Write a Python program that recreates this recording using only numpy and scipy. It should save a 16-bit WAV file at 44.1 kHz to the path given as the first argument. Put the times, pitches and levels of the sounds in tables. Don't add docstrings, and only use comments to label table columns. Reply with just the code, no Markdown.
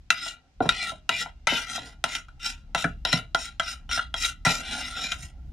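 import sys
import numpy as np
from scipy import signal
from scipy.fft import rfft, irfft
from scipy.io import wavfile
from scipy.ndimage import uniform_filter1d, map_coordinates

SR = 44100
rng = np.random.default_rng(int(sys.argv[2]) if len(sys.argv) > 2 else 0)


def generate_wav(sig):
    pcm = np.round(np.clip(np.atleast_2d(sig).T, -1, 1) * 32767).astype(np.int16)
    wavfile.write(sys.argv[1], SR, pcm)


N = 243564
TIME = np.arange(N) / SR
TAIL = TIME[:SR // 7]
LEFT_RIGHT = np.array([[1], [-1]])
LEAN_LEFT = 10 ** (1.2 * LEFT_RIGHT / 20)


def undb(db):
    return 10 ** (np.asarray(db) / 20)


def unit(x):
    return x / np.sqrt(np.mean(x ** 2))


def noise(points, size):
    hz, db = np.transpose(points)
    f = np.maximum(np.fft.rfftfreq(size, 1 / SR), 1)
    gain = undb(np.interp(np.log(f), np.log(hz), db))
    return irfft(rfft(rng.standard_normal(size)) * gain, size)


def band(x, lo_hz, hi_hz, order=3):
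    return signal.sosfilt(signal.butter(order, [lo_hz, hi_hz], "band", fs=SR, output="sos"), x)


def walk(rate_hz, size):
    k = int(SR / rate_hz)
    steps = rng.standard_normal(size // k + 2)
    return unit(uniform_filter1d(np.repeat(steps, k), k))[:size]


def ring(push, response):
    return signal.fftconvolve(np.atleast_2d(push), response, axes=1)[:, :push.shape[-1]]


def add(out, x, s):
    i = max(int(s * SR), 0)
    out[..., i:i + x.shape[-1]] += x[..., :N - i]


def delayed(x, seconds):
    return map_coordinates(x, [np.arange(N) - seconds * SR], order=3)


# touch in seconds, swell in seconds, length in seconds, level in dB at full
# pressure, level in dB when easing off, grit in dB and weight on the base in dB (both on top of the drag),
# squeal start in Hz, squeal end in Hz, then the squeal and its lower partials in dB relative to the drag,
# before squeal() lifts both by 1 dB.
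STROKES = [(0.103, 0.039, 0.19, -40, -36, -6.5, -18.5, 4750, 5450, -5.5, -12.5),
           (0.605, .02, 0.072, -39.5, -43.5, -9, 6.5, 5500, 5500, -18, -21),
           (0.691, 0.028, .2, -40.5, -34.5, -6, -13.5, 5650, 5050, -10.5, 3.5),
           (1.093, 0.024, .12, -36.5, -29, -6.5, -15, 5550, 5400, -23, 1.5),
           (1.473, 0.016, .15, -27.5, -30.5, -8, -14, 5750, 5200, -30, -1.5),
           (1.62, 0.061, 0.14, -36, -33.5, -5.5, -10.5, 5500, 6300, -13, -20),
           (1.775, 0.0091, 0.12, -38, -49.5, -4, -4, 5500, 5400, -24, -27),
           (2.04, 0.018, 0.13, -46.5, -34.5, -4, -14.5, 5500, 5400, -17, -8.5),
           (2.394, 0.061, 0.12, -32, -36, -2.5, -16, 5580, 5250, -7.5, -15),
           (2.749, 0.011, 0.084, -28, -31, -7.5, -15.5, 5780, 5500, -11.5, -14),
           (3.053, 0.017, 0.12, -31.5, -30.5, -8.5, -10, 5350, 5500, -4, -7.5),
           (3.346, 0.051, .11, -34.5, -36, -3, -18, 5500, 5630, -6, -12),
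           (3.596, 0.073, 0.11, -33.5, -28.5, -3.5, -23, 5700, 5250, -9, -9),
           (3.891, 0.041, 0.078, -31, -26, -6, -17, 5700, 5250, -2.5, -8),
           (4.144, 0.035, .12, -35, -27.5, -2.5, -20.5, 5600, 5270, -9, -13),
           (4.452, 0.0054, 0.13, -24.5, -33.5, -4.5, -6.5, 5600, 5400, -19, -10),
           (4.571, 0.09, .36, -32.5, -36, -5.5, -9.5, 5300, 5540, -16.5, -11),
           (4.92, 0.046, .22, -30.5, -35.5, -6.5, -13, 5390, 5590, -14.5, -11.5),
           (5.158, 0.078, 0.075, -39, -40.5, 1, -13.5, 5500, 5500, -20, -20)]


def scrapes(force, uneven_db=2.01, press_db=18.5, release_db_per_s=324, lift_s=.16):
    slow_grit_db, grit_fade_db_per_s = -8.5, 93
    base_linger_db_per_s = 74
    out = np.zeros((2, N))
    for (touch, swell, length, full_db, ease_db, grit_db, weight_db,
         start_hz, end_hz, top_db, lower_db) in STROKES:
        t = TIME[:int((length + lift_s) * SR)]
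        lifted = np.maximum(t - length, 0)
        travel = np.minimum(t / length, 1)
        press = np.interp(t, [0, min(swell, length), length], [full_db - press_db, full_db, ease_db])
        unevenness = uneven_db * walk(27, SR)[:len(t)]
        pressure = undb(press - release_db_per_s * lifted + unevenness)
        grit = grit_db + slow_grit_db * (1 - travel) ** 2 - grit_fade_db_per_s * lifted
        drag = np.roll(force, -int(touch * SR))[:len(t)] * pressure
        add(out, rub(drag, grit, weight_db + base_linger_db_per_s * lifted), touch)
        arch = np.sqrt(np.abs(np.sin(np.pi * travel)))
        song = squeal(start_hz + (end_hz - start_hz) * travel, top_db, lower_db)
        add(out, song * pressure * arch, touch)
    return out


def friction(edge_s=0.0013874, edge_travel=0.07, edge_echo=0.4, wall_s=.0037, wall_travel=.025,
             wall_echo=0.3, snag_rate_hz=70, snag_db=-5):
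    grip = 0.25 * undb(4.24 * walk(16, N))
    snags = unit(rng.uniform(-1, 1, N) * (rng.random(N) < snag_rate_hz / SR))
    force = slips(rate_hz=1800, spread_db=0.5, flutter_db=2.04, smear=0.61)
    force = force + grip * judder() + undb(snag_db) * snags
    force = force + edge_echo * delayed(force, edge_s * (1 + edge_travel * walk(8, N)))
    return unit(force + wall_echo * delayed(force, wall_s * (1 + wall_travel * walk(10, N))))


def slips(rate_hz, spread_db, flutter_db, smear):
    sizes = rng.standard_normal(N) * undb(spread_db * np.clip(rng.standard_normal(N), -2, 2))
    clicks = unit(sizes * (rng.random(N) < rate_hz / SR))
    return unit((clicks + smear * rng.standard_normal(N)) * undb(flutter_db * walk(140, N)))


def judder(rate_hz=380, swing=.16, jitter=.025):
    rate = rate_hz * np.exp(swing * walk(14, N) + jitter * walk(300, N))
    turns = np.cumsum(rate) / SR
    pulses = np.diff(np.floor(turns), prepend=0)
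    return unit((pulses - np.mean(pulses)) * undb(0.95 * walk(200, N)))


# low edge in Hz, high edge in Hz,
# stereo side level in dB, left minus right in dB.
REGISTERS = [(61, 590, -18.5, -0.7), (559, 1200, -17, 0.9), (1220, 1780, -17.5, 1.5),
             (1725, 4260, -8.5, 3.5), (4330, 14000, -7.5, 0)]


def rub(force, grit_db, weight_db, damping=1.0, spot_db=2.5, crack_db=1, crack_t60=0.064,
        thud_db=-3.5, base_db=-5.5, wall_db=-8, clack_db=-2.0, flicker_db=1.13):
    n, out = len(force), 0
    levels_db = [weight_db + thud_db, weight_db + base_db, wall_db, clack_db, grit_db]
    for register, db in zip(REGISTERS, levels_db):
        place = walk(7, n)
        drive = force * undb(db + flicker_db * walk(24, n))
        for share in (np.cos(place), np.sin(place)):
            push = np.pad(drive * share, (0, len(TAIL)))
            out = out + ring(push, pan_response(register, damping, spot_db, crack_db, crack_t60))
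    return out


# frequency in Hz, width in Hz, level in dB.
PAN = [(81, 14, -16), (114, 4.7, -7.5), (174, 20, -3.5), (260.7, 29, -3.5), (422, 52, -11), (622, 9.7, -10),
       (681.5, 16, -4), (758, 100, -6.5), (923, 18, -9), (1022, 29, -10), (1280, 13, -9.5),
       (1378.4, 44.7, 2.5), (1438, 17, -1), (1525, 50, -7.5), (1705, 45, -23), (1950, 81, -7),
       (2004, 50, -6), (2388, 30, -13), (2411, 91, -10.5), (2766, 79, -9.5), (2788, 32, -10),
       (2897, 12, -9), (2994, 20, -16), (3156, 38, -9), (3284, 70, -9.5), (3607, 59, -12), (3640, 120, -15),
       (3951, 110, -5.5), (3910, 19, -5.5), (4006, 190, -25)]
# frequency in Hz, width in Hz, level in dB.
SPOON = [(4857, 63, -13), (5177, 180, -14), (5200, 54, -23.5), (5606, 94, -15), (5920, 50, -24),
         (6120, 160, -19), (6800, 70, -14), (7100, 296, -21), (7100, 39, -37.5), (8360, 150, -24),
         (8930, 118, -19), (9420, 150, -26.5), (10640, 97, -31), (12350, 380, -36.5), (12898, 180, -44)]
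# frequency in Hz, level in dB.
CRACK = [(60, -24.5), (200, -18), (330, -20.5), (500, -22.5), (1100, -36), (1600, -24.5), (3500, -24),
         (4500, -26.5), (6000, -26), (7900, -36.5), (9500, -33.5), (11000, -46), (13500, -45),
         (15500, -70.5)]


def pan_response(register, damping, spot_db, crack_db, crack_t60, detune=0.0066):
    lo, hi, side_db, balance_db = register
    modes = [m for m in PAN + SPOON if lo <= m[0] < hi]
    hz, width, db = np.array(modes).T[:, :, None]
    width = width * damping
    hz = hz * (1 + detune * rng.standard_normal(hz.shape))
    size = 2 * np.pi * width / SR * undb(db + spot_db * rng.standard_normal(hz.shape))
    waves = size * np.exp((2j * np.pi * hz - np.pi * width) * TAIL)
    fade = undb(-60 * TAIL / crack_t60)
    fade = fade / np.linalg.norm(fade)

    def one_pattern():
        phases = np.exp(2j * np.pi * rng.random(len(hz)))
        return np.imag(phases @ waves) + undb(crack_db) * fade * noise(CRACK, len(TAIL))

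    mid, side = one_pattern(), one_pattern()
    pair = (mid + LEFT_RIGHT * undb(side_db) * side) * undb(LEFT_RIGHT * balance_db / 2)
    pair = band(pair, lo, hi)
    return pair / np.sqrt(np.sum(pair ** 2) / 2)


# ratio to the squeal's pitch, level in dB relative to one another.
LOWER_PARTIALS = [(.372, 1), (.455, 0), (.533, -3), (0.654, -2), (.77, -7), (.88, -11.5)]


def squeal(hz, top_db, lower_db, wander=.022, turns_db=5, top_gain_db=1, lower_gain_db=1):
    n, lower = len(hz), 0
    for ratio, db in LOWER_PARTIALS:
        partial = sing(hz * ratio * (1 + wander * walk(16, n)))
        lower = lower + partial * undb(db + turns_db * walk(18, n))
    top = undb(top_db + top_gain_db) * sing(hz)
    return (top + undb(lower_db + lower_gain_db) * unit(lower)) * LEAN_LEFT


def sing(hz, width_hz=90, waver=0.0059):
    n = len(hz)
    feed = walk(2 * width_hz, n) + 1j * walk(2 * width_hz, n)
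    turns = np.cumsum(hz * (1 + waver * walk(90, n))) / SR
    return unit(np.real(feed * np.exp(2j * np.pi * turns)))


# start in seconds, contact chatter in ms, level in dB, base in dB
# relative to it, brightness in dB, pinging mode in Hz, its level in dB relative to the blow.
CLACKS = [(0.1035, 0.75, -21.5, -18.5, 0.5, 2690, -3.5), (0.262, 8.2, -42.5, -4, -2.5, 3300, -6.5),
          (0.691, 1.9, -22, -16, -1, 3798, -1), (1.0918, .5, -26.5, -6.5, 0, 2850, -3),
          (1.259, 2.4, -45, 3, -14, 2270, -11.5), (1.4707, 5.8, -25.5, -4.5, 2, 2410, -4.5),
          (1.779, 1, -50.5, 10.5, -12, 3660, 6), (2.04, 0.39, -27, -4.5, 1.5, 3280, -11.5),
          (2.151, 3.9, -44.5, -5, 12.5, 3130, 4), (2.284, 4.9, -51, -15.5, -11, 1467, -10),
          (2.7478, 2.2, -27, -2, -3, 2700, -11.5), (2.842, 4.9, -24.5, -13.5, -13, 2336, -10.5),
          (3.0506, 0.9, -33, -2.5, 7, 3860, 4.5), (3.1287, 5.7, -29, -3, 5.5, 4080, 2),
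          (3.347, 0.37, -22.5, -6.5, -5.5, 3263, -11), (3.597, 4.7, -26, -9.5, -5, 3260, -5.5),
          (3.892, 1.5, -44.5, -6, -8, 3020, -1), (3.912, 11, -39, -15, 4, 2740, -1),
          (3.975, 8.4, -30.5, -7, -13, 2800, -13), (3.992, 0.92, -26.5, -19, -21, 2850, -14),
          (4.1411, 0.89, -34.5, -5.5, -3, 3260, 2), (4.2467, 13, -40, -10.5, 10.5, 3845, 12),
          (4.45, 39, -24, -7, 1.5, 5660, -8), (5.1186, 3.7, -36, -39, 0.5, 3220, -2)]


def clacks(damping=1.02, spot_db=2, crack_db=3, crack_t60=0.065, chatter=0.089,
           thud_db=-12, clack_db=-1.0, tick_db=-8.5, ping_t60=0.062):
    out = np.zeros((2, N))
    for s, chatter_ms, db, base_db, bright_db, ping_hz, ping_db in CLACKS:
        push = tap(chatter_ms, chatter)
        shares_db = [base_db + thud_db, base_db, 0, bright_db + clack_db, bright_db + tick_db]
        for register, share_db in zip(REGISTERS, shares_db):
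            answer = ring(push, pan_response(register, damping, spot_db, crack_db, crack_t60))
            add(out, struck(answer, db + share_db), s)
        ping = np.sin(2 * np.pi * ping_hz * TAIL) * undb(-60 * TAIL / ping_t60)
        add(out, struck(ping, db + ping_db) * LEAN_LEFT, s)
    return out


def tap(chatter_ms, chatter):
    rattle = rng.standard_normal(len(TAIL)) * np.exp(-(TAIL * 1000 / chatter_ms) ** 2)
    return (TAIL == 0) + chatter * rattle


def struck(x, db, knock_s=.03):
    return x * undb(db) / np.sqrt(np.mean(x[..., :int(knock_s * SR)] ** 2))


def skids(force, skid_db=-9.5, fade_db_per_s=300, grit_db=-10, lean_db=3):
    push, weight_db = np.zeros(N), np.zeros(N)
    for s, _, db, base_db, bright_db, *_ in CLACKS:
        add(push, undb(db + bright_db / 2 + skid_db - fade_db_per_s * TAIL), s)
        weight_db[int(s * SR):] = base_db + lean_db
    return rub(force * push, grit_db, weight_db)[:, :N]


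# start in seconds, thud in dB, top of the thud in Hz,
# hollow knock of the base in dB relative to the thud.
THUMPS = [(0.604, -25, 620, 2.5), (0.654, -30.5, 400, -3.5), (0.918, -51, 398, 7.5), (1.52, -34.5, 430, -1),
          (2.842, -27, 330, -8.5), (3.1289, -25.5, 332, -8.5), (4.462, -25.5, 216, -5.5)]


def thumps(damping=1.07, spot_db=2, crack_db=3, crack_t60=0.11, thud_t60=0.24, chatter_ms=5.1,
           chatter=0.096, board_lag_s=.0023, low_hz=85, soft_hz=720, wall_db=-9, clack_db=-26):
    out = np.zeros((2, N))
    for s, db, top_hz, knock_db in THUMPS:
        push = tap(chatter_ms, chatter)
        thud = ring(push, pan_response(REGISTERS[0], damping, spot_db, crack_db, thud_t60))
        add(out, struck(band(thud, low_hz, top_hz, order=2), db), s + board_lag_s)
        soft = band(push, low_hz, soft_hz)
        for register, share_db, drive in zip(REGISTERS[1:], [0, wall_db, clack_db], [soft, push, push]):
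            answer = ring(drive, pan_response(register, damping, spot_db, crack_db, crack_t60))
            add(out, struck(answer, db + knock_db + share_db), s)
    return out


def handling(force, db=-67, swell_db=3, grit_db=-14, weight_db=1, low_hz=100, soft_hz=600):
    soft = band(force, low_hz, soft_hz, order=1)
    return rub(soft * undb(db + swell_db * walk(6, N)), grit_db, weight_db)[:, :N]


# frequency in Hz, level in dB before the coupling, t60 in seconds.
RIM = [(800, -40, 0.61), (1130, -36, 1.2), (1280, -33.5, 1.3), (2040, -33.5, .4), (2783, -24, 0.73),
       (3160, -40.5, .6), (3919, -21.5, 0.35), (5243, -43, .4)]


def rim(pan, coupling_db=-55):
    t = TIME[:SR]
    response = sum(undb(db - 60 * t / t60) * np.sin(2 * np.pi * hz * t) for hz, db, t60 in RIM)
    return ring(pan.mean(axis=0), np.array([response, response])) * undb(coupling_db)


def kitchen(x, wet_db=-14, t60=0.17, treble_t60=0.13, first_wall_s=0.0033):
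    t = TIME[:SR // 2]
    hiss = rng.standard_normal((2, len(t)))
    bass = band(rng.standard_normal(len(t)), 88, 900, order=2)
    body = bass + band(hiss, 430, 4000, order=2)
    treble = band(hiss, 4000, 15000, order=2)
    echo = body * undb(-60 * t / t60) + treble * undb(-60 * t / treble_t60)
    echo *= np.clip(t / first_wall_s - 1, 0, 1)
    return x + undb(wet_db) * ring(x, echo / np.sqrt(np.sum(echo ** 2) / 2))


# time in seconds, level in dB.
RUMBLE = [(0.0, -50), (0.54, -60.5), (0.63, -39), (0.81, -51), (2.24, -48.5), (2.83, -45), (2.86, -39.5),
          (3.43, -48), (4.18, -42.5), (5.07, -45), (5.24, -37.5), (5.3, -47.5), (5.49, -38.5), (5.52, -35)]
# frequency in Hz, level in dB.
RUMBLE_COLOUR = [(15, -25.5), (25, -9.5), (36, 6.5), (46, -9.5), (58, 3), (75, -2.5), (100, -19),
                 (122, -10.5), (150, -16), (210, -20.5), (320, -30.5), (600, -68.5)]
# frequency in Hz, level in dB.
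AIR = [(100, -19), (400, -5), (1300, -9.5), (2500, -8.5), (6000, -13), (15000, -40.5)]


def background(side_db=-16.0, air_db=-71):
    level_db = np.interp(TIME, *np.transpose(RUMBLE))
    middle, side = unit(noise(RUMBLE_COLOUR, N)), unit(noise(RUMBLE_COLOUR, N))
    rumble = middle + undb(side_db) * LEFT_RIGHT * side
    air = unit(np.array([noise(AIR, N) for _ in range(2)]))
    return rumble * undb(level_db) + undb(air_db) * air


def scene(left_lag_s=.00001):
    force = friction()
    left, right = scrapes(force) + skids(force) + clacks() + thumps() + handling(force)
    pan = np.array([delayed(left, left_lag_s), right])
    return kitchen(pan + rim(pan)) + background()


def record(dry, top_hz=15000):
    top_cut = signal.ellip(8, .2, 80, top_hz, fs=SR, output="sos")
    return signal.sosfilt(top_cut, np.clip(dry, -1, 1))


dry = scene()
out = record(dry)
generate_wav(out)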